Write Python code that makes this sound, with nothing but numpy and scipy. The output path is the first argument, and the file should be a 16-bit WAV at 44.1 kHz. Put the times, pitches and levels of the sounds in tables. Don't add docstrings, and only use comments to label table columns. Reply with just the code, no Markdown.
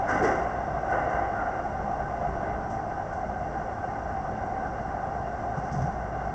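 import sys
import numpy as np
from scipy import signal
from scipy.fft import rfft, irfft, next_fast_len
from scipy.io import wavfile
from scipy.ndimage import map_coordinates

SR = 44100
rng = np.random.default_rng(int(sys.argv[2]) if len(sys.argv) > 2 else 0)


def log_audio(samples):
    frames = np.atleast_2d(samples).T
    limited = np.clip(frames, -1, 1)
    pcm = np.round(limited * 32767).astype(np.int16)
    wavfile.write(sys.argv[1], SR, pcm)


N = 279594

# f/Hz, width/Hz, level/dB (relative)
WHEEL_MODES = [(531.6, 76, -9.5), (633, 102, -6.5), (708, 97, -0.5), (775, 84.6, 0), (1031, 150, -14),
               (1186, 130, -15.5), (1511, 170, -12.5), (1847, 170, -24), (2033, 196, -24.5),
               (2770, 200, -35.5), (3426, 140, -46), (3680, 250, -50)]
# (relative, per Hz)
ROAR_CURVE = [(150, -37), (300, -14), (480, -17.5), (900, -17), (1350, -19.5), (1750, -30), (2300, -38),
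              (2550, -42), (3100, -44), (4000, -58), (5000, -86)]
ROLL_DB, ROUGH_DB, PATCH_ROLL_DB = -33.5, 4, 1.5


def rolling(flutter_db=0.74, swell_db=1.58):
    ring = np.zeros(N)
    for centre, width, db in WHEEL_MODES:
        mode = coloured(lambda hz: peak(hz, centre, width))
        ring += amp(db + swell_db * wobble(18)) * mode
    roar = coloured(lambda hz: shape(ROAR_CURVE, hz))
    rail_db = ROUGH_DB * roughness() + PATCH_ROLL_DB * patch()
    level_db = ROLL_DB + rail_db + flutter_db * wobble(40)
    return amp(level_db) * unit(ring + roar)


def wheel(hz):
    return np.sqrt(modes_gain(WHEEL_MODES, hz) ** 2 + shape(ROAR_CURVE, hz) ** 2)


SMOOTH_S = 2.65


def roughness():
    return np.clip(1 - clock() / SMOOTH_S, 0, 1)


PATCH_S, PATCH_HALF_S = 2.48, 0.28


def patch():
    return np.exp(-((clock() - PATCH_S) / PATCH_HALF_S) ** 2)


# f/Hz, width/Hz, level/dB
SINGING_MODES = [(780.4, 70, -41.5), (1548, 90, -53), (2790, 130, -75)]


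def singing(swell_db=3.5, rate=18):
    out = np.zeros(N)
    for centre, width, db in SINGING_MODES:
        mode = noise(lambda hz: peak(hz, centre, width))
        out += amp(db) * unit(amp(swell_db * wobble(rate)) * mode)
    return out


# t/s, distance behind the cab/m, clash level/dB, rattle level/dB,
# f/Hz of the resonance rung hardest, ring level/dB
AXLE_BLOWS = [(.074, 2.2, -27, -50.5, 1528, -27.5), (.125, 2.3, -31, -59.5, 255, -30.5),
              (.214, 4, -24.5, -47.5, 400, -22.5), (.885, 17, -26.5, -61, 1500, -39.5),
              (1.078, 18, -30, -62, 760, -34.5), (1.345, 24, -35, -68.5, 1426, -35.5)]
# f/Hz, level/dB (relative)
CLASH_CURVE = [(220, -7.5), (500, -1), (750, -7), (1000, -1), (1500, 2.5), (1720, 2), (2000, 9.5),
               (2450, -4), (2800, 6), (4000, -7)]
RISE_S, CLASH_T60, RING_WIDTH_HZ, RING_T60 = 0.03, 0.77, 135, 0.6
RING_LEAD_S = .008
SMEAR_M, DULL_DB_PER_M = 20, 0.18


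def joints():
    out = np.zeros(N)
    for s, metres, clash_db, _, ring_hz, ring_db in AXLE_BLOWS:
        smear = 1 + metres / SMEAR_M
        dulling = -DULL_DB_PER_M * metres
        clash = noise(lambda hz: wheel(hz) * shape(CLASH_CURVE, hz) * tilt(hz, dulling))
        clash_envelope = blow(s, RISE_S * smear, CLASH_T60 * smear)
        out += amp(clash_db) * clash_envelope * clash
        ring = noise(lambda hz: peak(hz, ring_hz, RING_WIDTH_HZ))
        ring_envelope = blow(s - RING_LEAD_S, RISE_S / 2 * smear, RING_T60 * smear)
        out += amp(ring_db) * ring_envelope * ring
    return out


# t/s, thump level/dB, rattle level/dB
TRACK_JOLTS = [(5.56, -34, -61.5), (5.63, -40.5, -62.5), (5.708, -28.5, -54), (5.76, -30.5, -66),
               (5.805, -27.5, -58)]
# f/Hz, width/Hz, level/dB (relative)
FLOOR_MODES = [(78, 27, -7.5), (108, 24, -2.5), (137, 20, 2), (162, 20, -1.5), (213, 70, -10)]
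BOOM_RISE_S, BOOM_T60 = .028, .48


def thumps():
    out = np.zeros(N)
    for s, db, _ in TRACK_JOLTS:
        boom = noise(lambda hz: modes_gain(FLOOR_MODES, hz))
        out += amp(db) * blow(s, BOOM_RISE_S, BOOM_T60) * boom
    return out


SHAKEN_RISE_S, SHAKEN_T60 = .024, .72
JOLT_RISE_S, JOLT_T60 = .018, .48


def rattles(bright_db=-1.5):
    out = np.zeros(N)
    for s, _, _, db, _, _ in AXLE_BLOWS:
        out += amp(db) * blow(s, SHAKEN_RISE_S, SHAKEN_T60) * chatter(bright_db)
    for s, _, db in TRACK_JOLTS:
        out += amp(db) * blow(s, JOLT_RISE_S, JOLT_T60) * chatter(bright_db)
    return out


# (relative, per Hz)
FITTINGS_CURVE = [(2000, -29), (3400, -15.5), (4100, -24.5), (4700, -10), (5000, -7.5), (5500, -4),
                  (5900, -0.5), (6400, -7.5), (7100, -14.5), (7550, -10.5), (8300, -21.5), (8900, -35)]


def chatter(slope, chatter_db=1.5):
    ring = noise(lambda hz: shape(FITTINGS_CURVE, hz) * tilt(hz, slope))
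    return unit(amp(chatter_db * wobble(160)) * ring)


# t/s, level/dB
LOOSE_TICKS = [(2.696, -56.5), (3.126, -61.5)]
TICK_RISE_S, TICK_T60, TICK_BRIGHT_DB = .005, .29, 6.5


def ticks():
    envelope = sum(amp(db) * blow(s, TICK_RISE_S, TICK_T60) for s, db in LOOSE_TICKS)
    return envelope * chatter(TICK_BRIGHT_DB)


# (relative, per Hz)
RUMBLE_CURVE = [(8, -13), (20, -9), (29, -3.5), (38, -5.5), (52, 0), (72, -1), (95, -1.5), (120, -3),
                (155, -3), (175, -4.5), (215, -1.5), (255, -8.5), (330, -9.5), (460, -8)]
PATCH_RUMBLE_DB = 2


def body(level_db=-39.0, swell_db=.5):
    level = amp(level_db + PATCH_RUMBLE_DB * patch() + swell_db * wobble(3))
    return level * noise(lambda hz: shape(RUMBLE_CURVE, hz))


# f/Hz, level/dB, unsteadiness (0-1)
HUM_TONES = [(58.8, -44.5, .2), (106.6, -51, 0.6), (143.2, -50.5, .8)]


def hum(rate=4):
    out = np.zeros(N)
    for hz, db, unsteady in HUM_TONES:
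        waver = 1 - unsteady + unsteady * (wobble(rate) + 1j * wobble(rate))
        tone = np.real(waver * np.exp(2j * np.pi * hz * clock()))
        out += amp(db) * unit(tone)
    return out


# (relative, per Hz)
HISS_CURVE = [(2500, -22), (4050, -13), (4500, -6), (4800, -5.5), (5400, -1.5), (5850, 1), (6400, -6.5),
              (6950, -10.5), (7700, -9), (8000, -17), (8400, -19.5), (8800, -40)]


def air(level_db=-65.0, rough_db=1.6, flutter_db=0.3):
    level = amp(level_db + rough_db * roughness() + flutter_db * wobble(17))
    return level * noise(lambda hz: shape(HISS_CURVE, hz))


def cab(x, echo_db=-14, t60=0.13, lowest_hz=1800):
    t = np.arange(SR // 4) / SR
    tail = rng.standard_normal(len(t)) * np.exp(-np.log(1000) * t / t60)
    treble_only = signal.butter(3, lowest_hz, "highpass", fs=SR, output="sos")
    tail = signal.sosfilt(treble_only, tail)
    echoes = signal.fftconvolve(x, tail / np.linalg.norm(tail))[:N]
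    return x + amp(echo_db) * echoes


def blow(start, rise, t60):
    age = clock() - start
    decay = np.exp(-np.log(1000) * np.maximum(age - rise, 0) / t60)
    return np.clip(age / rise, 0, 1) * decay


def coloured(colour):
    size = next_fast_len(N + 8192)
    spectrum = rfft(rng.standard_normal(size))
    return irfft(spectrum * colour(np.fft.rfftfreq(size, 1 / SR)), size)[:N]


def noise(colour):
    return unit(coloured(colour))


def peak(hz, centre, width):
    return 1 / (1 + (2 * (hz - centre) / width) ** 2)


def modes_gain(modes, hz):
    return np.sqrt(sum((amp(db) * peak(hz, centre, width)) ** 2 for centre, width, db in modes))


def shape(points, hz):
    f, db = np.transpose(points)
    return amp(np.interp(np.log(hz + 1), np.log(f + 1), db, left=-120, right=-120))


def tilt(hz, slope):
    return amp(slope * np.log2(hz + 1))


def wobble(rate):
    knots = rng.standard_normal(int(N * rate / SR) + 4)
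    return map_coordinates(knots, [clock() * rate])


def amp(db):
    return 10 ** (np.asarray(db) / 20)


def unit(x):
    return x / np.sqrt(np.mean(x ** 2) + 1e-30)


def clock():
    return np.arange(N) / SR


def scene():
    wheels = rolling() + singing() + joints()
    shaken_car = thumps() + rattles() + ticks()
    background = body() + hum() + air()
    return cab(wheels + shaken_car + background)[None]


TOP_HZ = 8800


def record(dry):
    size = next_fast_len(N + SR // 2)
    passed = np.fft.rfftfreq(size, 1 / SR) < TOP_HZ
    return irfft(rfft(dry, size) * passed, size)[:, :N]


dry = scene()
out = record(dry)
log_audio(out)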